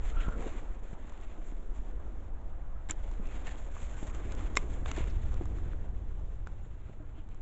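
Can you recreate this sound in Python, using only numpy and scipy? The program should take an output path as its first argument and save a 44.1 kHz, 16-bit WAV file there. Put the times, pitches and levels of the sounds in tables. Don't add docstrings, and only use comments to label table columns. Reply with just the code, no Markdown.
import sys
import numpy as np
from scipy import signal
from scipy.fft import rfft, irfft, next_fast_len
from scipy.io import wavfile
from scipy.ndimage import uniform_filter1d

SR = 44100
rng = np.random.default_rng(int(sys.argv[2]) if len(sys.argv) > 2 else 0)


def nominal_scale(level):
    x = np.asarray(level, float) / 20
    return 10 ** x


def output_pcm(signal):
    pcm = np.clip(np.atleast_2d(signal).T, -1, 1) * 32767
    wavfile.write(sys.argv[1], SR, np.round(pcm).astype(np.int16))


N = 326781


def evened(x):
    return x / np.sqrt(np.mean(x ** 2) + 1e-20)


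def steadied(x, size):
    return x / np.sqrt(abs(uniform_filter1d(x ** 2, size)) + 1e-20)


def smooth_noise(size):
    return evened(uniform_filter1d(rng.standard_normal(N), size=size))


def read(points, hz):
    f, value = np.transpose(points)
    return np.interp(np.log(hz + 1), np.log(f + 1), value)


def along(table):
    s, *columns = np.transpose(table)
    return [np.interp(np.arange(N) / SR, s, c) for c in columns]


def coloured(x, points):
    size = next_fast_len(len(x))
    gain = nominal_scale(read(points, np.fft.rfftfreq(size, 1 / SR)))
    return irfft(rfft(x, size) * gain, size)[:len(x)]


def add(mix, s, sound):
    part = mix[round(s * SR):][:len(sound)]
    part += sound[:len(part)]


def patchy(patch_db):
    a, b, patches = rng.standard_normal((N // 128 + 5, 257, 3)).T
    patches = uniform_filter1d(patches, size=8, axis=0)
    patches = evened(uniform_filter1d(patches, size=14, axis=1))
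    spectrum = (a + 1j * b) * nominal_scale(patch_db * patches)
    return evened(signal.istft(spectrum, nperseg=512, noverlap=384)[1][:N])


def crackle(per_s, spread_db, clump_db):
    clumps = smooth_noise(700)
    size = nominal_scale(spread_db * np.minimum(rng.exponential(1, N), 4) + clump_db * clumps)
    happens = rng.random(N) < per_s / SR
    return evened(size * rng.standard_normal(N) * happens)


def ring(hz, t60, t):
    return nominal_scale(-60 * t / np.maximum(t60, .002)) * np.sin(2 * np.pi * hz * t)


def wind():
    # t/s, strength/dB, share of small fast eddies/dB
    gusts = [(0, -36, -8), (.17, -29.5, -14.5), (.48, -41.5, -8), (.68, -37.5, -14.5), (1.0, -49, -3),
             (1.7, -36.5, -18), (2.1, -41.5, -7), (2.6, -41.5, -5), (3.15, -36.5, -10.5), (3.65, -41.5, -5),
             (4.2, -41.5, -1), (4.46, -36, -5.5), (4.7, -38.5, -2), (5.2, -32, -5.5), (5.45, -37, -2.5),
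             (6.33, -38.5, -8.5), (6.85, -50.5, 0), (7.41, -42, -12)]
    # f/Hz, density/dB per Hz
    buffet = [(1, -13.5), (2, 13.5), (14, 12.5), (22, 6), (28, -53)]
    flutter = [(16, -35.5), (22, 13.5), (40, 8), (55, 3.5), (70, -45.5)]
    throb = [(42, -37), (55, 11), (72, 3), (90, -2), (115, -48.5)]
    thrum = [(68, -33), (90, -4), (115, -6), (140, -15.5), (200, -19), (300, -55.5)]
    # offset/dB, part of strength, part of eddy share, rise after the wind veers/dB per s
    layers = [
        (-22.5, 0.39, .05, -1.24),
        (.6, 1.0, 0.025, -0.06),
        (-1.7, 0.97, 0.91, 0.67),
        (-9.5, 0.97, 1, 2.6),
    ]
    strength_db, small_db = along(gusts)
    veer_s = np.maximum(np.arange(N) / SR - 4.1, 0)
    out = np.zeros(N)
    for shape, (db, a, b, rise_db) in zip((buffet, flutter, throb, thrum), layers):
        noise = coloured(rng.standard_normal(N), shape)
        level_db = db + a * strength_db + b * small_db + rise_db * veer_s
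        out += nominal_scale(level_db) * steadied(noise, size=5000)
    return out


def garden():
    # f/Hz, density/dB per Hz
    wash = [(290, -26), (500, -0.5), (1000, -5.5), (1900, -15), (3000, -29.5), (4200, -38.5), (6000, -40),
            (8500, -32.5)]
    # t/s, level/dB
    wash_level = [(0, -52.5), (1.6, -59.5), (2.2, -57), (2.8, -56), (4.5, -53.5), (5.8, -60), (6.5, -61),
                  (7.41, -63.5)]
    return nominal_scale(along(wash_level)[0]) * evened(coloured(patchy(2.7), wash))


def brushing():
    # start/s, length/s, strength/dB, dryness (hiss over rustle)/dB
    brushes = [(.0, 0.16, -51.5, -1.5), (0.192, 0.062, -46.5, -5), (0.278, 0.016, -62.5, 5),
               (0.373, 0.23, -52.5, -2), (0.826, 0.11, -64.5, 1), (0.976, 0.38, -59, -5),
               (1.377, 0.024, -64, 5), (1.44, 0.049, -66, 7), (1.737, 0.042, -64, 4),
               (2.93, 0.29, -61.5, -2), (3.197, 0.35, -55.5, -3.5), (3.441, 0.083, -51, -3),
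               (3.561, 0.1, -59.5, 4.5), (3.711, 0.26, -54, 3), (3.969, .13, -53, 4.5),
               (4.124, 0.049, -52.5, -2), (4.176, 0.15, -59, -6), (4.3, 0.082, -59, -2),
               (4.376, 0.1, -51.5, -2), (4.574, 0.34, -60.5, 3), (4.848, .1, -43.5, -3.5),
               (4.959, 0.057, -44.5, -4.5), (5.073, 0.033, -65, -4), (5.21, 0.34, -64, -2.5),
               (5.543, 0.045, -56.5, -5.5), (5.665, .1, -68, -15.5), (6.462, 0.014, -62.5, -7.5),
               (6.78, 0.15, -72, -10), (7.13, 0.1, -75, -14), (7.297, .08, -65.5, -9.5)]
    rise_share = 0.55
    sag_db, settle_db_per_s = -10.5, 502
    quiver_db, quiver_db_per_s = -16, 51.5
    t = np.arange(SR) / SR
    rustle, hiss = np.full(N, nominal_scale(-73)), np.full(N, nominal_scale(-77))
    for s, length_s, db, dry_db in brushes:
        after_s = np.maximum(t - length_s, 0)
        rise = np.sin(np.pi / 2 * np.minimum(t / (rise_share * length_s), 1))
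        fall = nominal_scale(sag_db * np.minimum(t / length_s, 1) - settle_db_per_s * after_s)
        quiver = nominal_scale(quiver_db - quiver_db_per_s * after_s)
        shape = rise * nominal_scale(db) * (fall + quiver)
        add(rustle, s, shape)
        add(hiss, s, nominal_scale(dry_db) * shape)
    drift = uniform_filter1d(uniform_filter1d(rng.standard_normal(N), size=700), size=700)
    flutter = nominal_scale(2.4 * evened(drift))
    return flutter * rustle, flutter * hiss


def leaves():
    # t/s, level/dB
    hands = [(0.0, -56.5), (0.37, -47.5), (0.47, -47), (0.68, -56), (1.28, -58), (2.02, -54), (2.81, -62),
             (3.34, -52), (3.73, -57.5), (3.98, -55.5), (4.33, -48), (4.83, -50), (5.02, -49.5),
             (5.22, -53), (5.61, -50), (5.82, -55), (6.56, -61), (7.41, -60.5)]
    # f/Hz, density/dB per Hz
    sway_shape = [(90, -33), (140, -4), (200, 2), (310, 3), (450, -1.5), (650, -16.5), (1000, -60.5)]
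    flap_shape = [(350, -9.5), (600, -1), (1000, -6), (1500, -8.5), (2100, -17.5), (3000, -33.5)]
    rustle_shape = [(900, -17.5), (1600, -5), (2200, -2.5), (3200, -7.5), (4500, -7.5), (6000, -26)]
    hiss_shape = [(3500, -45.5), (4800, -7.5), (5700, -6), (6300, 0), (7500, 4), (9000, -12.5)]
    snaps = crackle(1500, spread_db=1.5, clump_db=1.0)
    creaks = crackle(400, spread_db=3.0, clump_db=0.0)
    sway = coloured(patchy(2.5) + 0.5 * creaks, sway_shape)
    flap = coloured(patchy(2.0) + 0.36 * snaps, flap_shape)
    rustle = coloured(patchy(1.0) + 0.83 * snaps, rustle_shape)
    hiss = coloured(patchy(0.89) + 0.75 * snaps, hiss_shape)
    push = nominal_scale(along(hands)[0])
    brush, dry_brush = brushing()
    gains = nominal_scale(1.5) * push, nominal_scale(-7) * push + nominal_scale(-4.5) * brush, brush, dry_brush
    return sum(gain * steadied(x, size=4000) for gain, x in zip(gains, (sway, flap, rustle, hiss)))


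def slipping(start, end, start_hz, end_hz, db, width_hz):
    n = round((end - start) * SR)
    hz = np.linspace(start_hz, end_hz, n) * (1 + 0.07 * np.hanning(n))
    turn = np.exp(2j * np.pi * np.cumsum(hz) / SR)
    r = np.exp(-np.pi * width_hz / SR)
    a, b, slips = rng.standard_normal((3, SR // 2))
    slips = nominal_scale(1.9 * evened(uniform_filter1d(slips, size=500)))[:n]
    band = signal.lfilter([1], [1, -2 * r, r * r], (a + 1j * b)[:n])
    return nominal_scale(db) * evened(slips * (band * turn).real) * signal.windows.tukey(n, .4)


def rubs():
    # start/s, end/s, start f/Hz, end f/Hz, level/dB
    strokes = [
        (0.098, 0.331, 1288, 1347, -47),
        (.31, .365, 1330, 1290, -47),
        (3.212, 3.332, 2400, 2490, -63),
        (3.762, 3.89, 7500, 6700, -68),
        (3.927, 4.014, 1500, 1446, -58),
    ]
    out = np.zeros(N)
    for start, end, start_hz, end_hz, db in strokes:
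        add(out, start, slipping(start, end, start_hz, end_hz, db, width_hz=260))
    return out


def scrapes():
    # start/s, end/s, centre f/Hz, width/Hz, level/dB
    strokes = [(0.16, .25, 2600, 1800, -49.5), (2.9, 2.905, 1500, 3000, -39),
               (2.911, 2.926, 5600, 2000, -49), (2.909, 2.922, 1500, 1300, -45.5),
               (4.561, 4.578, 7300, 4000, -35.5), (4.587, 4.61, 7200, 1500, -58.5),
               (0.35, 0.494, 480, 340, -44.5), (4.913, 4.918, 3800, 5200, -34.5),
               (4.859, 4.863, 2200, 3900, -35.5), (6.4705, 6.476, 1660, 5800, -58),
               (4.32, 4.325, 2400, 3000, -47.5), (5.098, 5.115, 4600, 1500, -49.5),
               (5.455, 5.462, 1000, 800, -52), (3.196, 3.21, 480, 430, -62), (6.896, 6.903, 590, 600, -55),
               (4.965, 5.052, 2440, 800, -53), (7.13, 7.235, 2800, 1000, -68),
               (4.567, 4.574, 598, 700, -33), (2.896, 2.901, 1700, 1200, -34.5)]
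    out = np.zeros(N)
    for start, end, hz, width_hz, db in strokes:
        add(out, start, slipping(start, end, hz, hz, db, width_hz))
    return out


def knocks():
    # t/s, peak/dB, f/Hz, t60/s
    bumps = [(0.283, -21.5, 181, 0.016), (0.394, -38, 440, 0.03), (0.443, -31.5, 445, 0.022),
             (0.93, -30.5, 163, 0.023), (1.047, -40, 290, 0.027), (1.383, -43, 320, 0.11),
             (1.523, -30.5, 290, 0.013), (2.898, -38, 315, 0.09), (3.197, -31.5, 198, 0.034),
             (4.028, -24, 290, 0.015), (4.566, -44.5, 418, 0.021), (4.979, -26, 347, 0.037),
             (5.006, -21.5, 187, 0.013), (5.411, -26, 340, 0.032), (5.53, -44, 205, 0.019),
             (5.66, -33.5, 158, 0.047), (6.896, -31, 173, 0.01), (7, -44.5, 297, 0.14),
             (7.179, -46.5, 307, 0.14)]
    out, t = np.zeros(N), np.arange(4000) / SR
    for s, db, hz, t60 in bumps:
        bump = ring(hz, t60, t) + 0.36 * ring(2.11 * hz, 0.69 * t60, t)
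        add(out, s, nominal_scale(db + 2.0) * bump * (1 - np.exp(-t / 0.0003)))
    return out


def ticks():
    # t/s, peak/dB, f/Hz, treble/dB
    flicks = [(0.2882, -37.5, 1010, -62), (0.4249, -43, 950, -64), (1.0958, -52, 980, -64.5),
              (1.1219, -47, 1030, -71), (1.212, -54, 1030, -67), (3.114, -47, 960, -62),
              (3.271, -65, 1070, -62), (3.2883, -51, 2520, -68), (3.339, -52, 950, -66),
              (3.4919, -41.5, 1770, -62), (3.5565, -55.5, 3200, -74), (3.5806, -56, 1900, -67),
              (3.7668, -39.5, 1150, -81), (4.0997, -48.5, 2450, -75), (4.1478, -57, 1170, -56),
              (4.3214, -51, 2200, -52.5), (4.35, -55, 930, -57), (4.408, -44, 1290, -59.5),
              (4.8592, -35.5, 1120, -69), (4.9145, -36.5, 1320, -44.5), (4.9637, -47, 1930, -54),
              (5.322, -53, 1260, -73), (5.342, -47.5, 1160, -58), (5.456, -44.5, 1010, -62),
              (5.5855, -45.5, 1350, -68), (5.733, -44.5, 1420, -76), (6.1954, -51.5, 910, -79),
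              (6.4717, -38, 1450, -62.5), (7.289, -56, 1060, -69), (7.346, -54, 1080, -70)]
    out, t = np.zeros(N), np.arange(1500) / SR
    for s, db, hz, treble_db in flicks:
        low, high = rng.standard_normal((2, len(t))) * nominal_scale(-60 * t / 0.015)
        body = ring(hz, 0.01, t) + 0.56 * uniform_filter1d(low, size=12)
        spit = high - uniform_filter1d(high, size=8)
        add(out, s, nominal_scale(db + 9.0) * body + nominal_scale(treble_db + 24) * spit)
    return out


def steel_part(modes, t):
    return sum(nominal_scale(db) * np.sign((hz - 1500) * (4500 - hz)) * ring(hz, t60, t) for hz, db, t60 in modes)


def scissors():
    # t/s, handle ring/dB, blade ring/dB, tip ring/dB, shoot crack/dB
    cuts = [
        (2.889, -64, -46, -43, -30),
        (2.894, -62, -36, -35.5, -33),
        (2.8983, -37, -36, -29, -27.5),
        (2.9076, -34.5, -26, -43.5, -16.5),
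        (2.909, -60, -49, -11.5, -56),
        (4.5548, -55, -58, -37, -27.5),
        (4.5675, -30, -16, -29.5, -20),
        (4.5709, -12.5, -3, -13, -13),
        (4.5797, -44, -31, -36.5, -37),
    ]
    # f/Hz, level/dB, t60/s
    handle = [(1060, -3.5, 0.014), (430, -13.5, 0.019)]
    blade = [(2140, 0, .022), (2440, -7, .025), (3750, 0, .005), (5400, 6, .008)]
    tip = [(7340, -2.5, 0.0058), (5890, -23.5, 0.013)]
    out, t = np.zeros(N), np.arange(3000) / SR
    parts = [steel_part(modes, t) for modes in (handle, blade, tip)]
    parts[2] *= 1 - np.exp(-(t / 0.00062) ** 2)
    crack_fall = nominal_scale(-60 * t / 0.0077) + 0.11 * nominal_scale(-60 * t / 0.1)
    for s, *part_db, crack_db in cuts:
        steel = sum(nominal_scale(db) * part / abs(part).max() for db, part in zip(part_db, parts))
        crack = np.clip(rng.standard_normal(len(t)), -1.5, 1.5) * crack_fall
        add(out, s, steel + nominal_scale(crack_db) * crack)
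    return out


def bird():
    # start/s, end/s, start f/Hz, end f/Hz, level/dB
    chirps = [
        (6.63, 6.68, 7700, 7200, -75),
        (6.62, 6.68, 6900, 6300, -70),
    ]
    out = np.zeros(N)
    for start, end, start_hz, end_hz, db in chirps:
        add(out, start, slipping(start, end, start_hz, end_hz, db, width_hz=150))
    return out


def scene():
    near = leaves() + rubs() + scrapes() + knocks() + ticks() + scissors()
    return (wind() + garden() + near + bird())[None]


def top_cut(x):
    return signal.sosfilt(signal.butter(12, 8580, fs=SR, output="sos"), x)


def record(dry):
    # f/Hz, gain/dB
    mic = [(20, 1.5), (3500, -5.5), (4300, -14.5), (4700, -19), (5200, -16.5), (6500, -10), (7400, -8),
           (7900, -16.5), (8250, -35), (8700, -71)]
    mix = coloured(dry[0], mic)[None]
    return top_cut(mix)


dry = scene()
out = record(dry)
output_pcm(out)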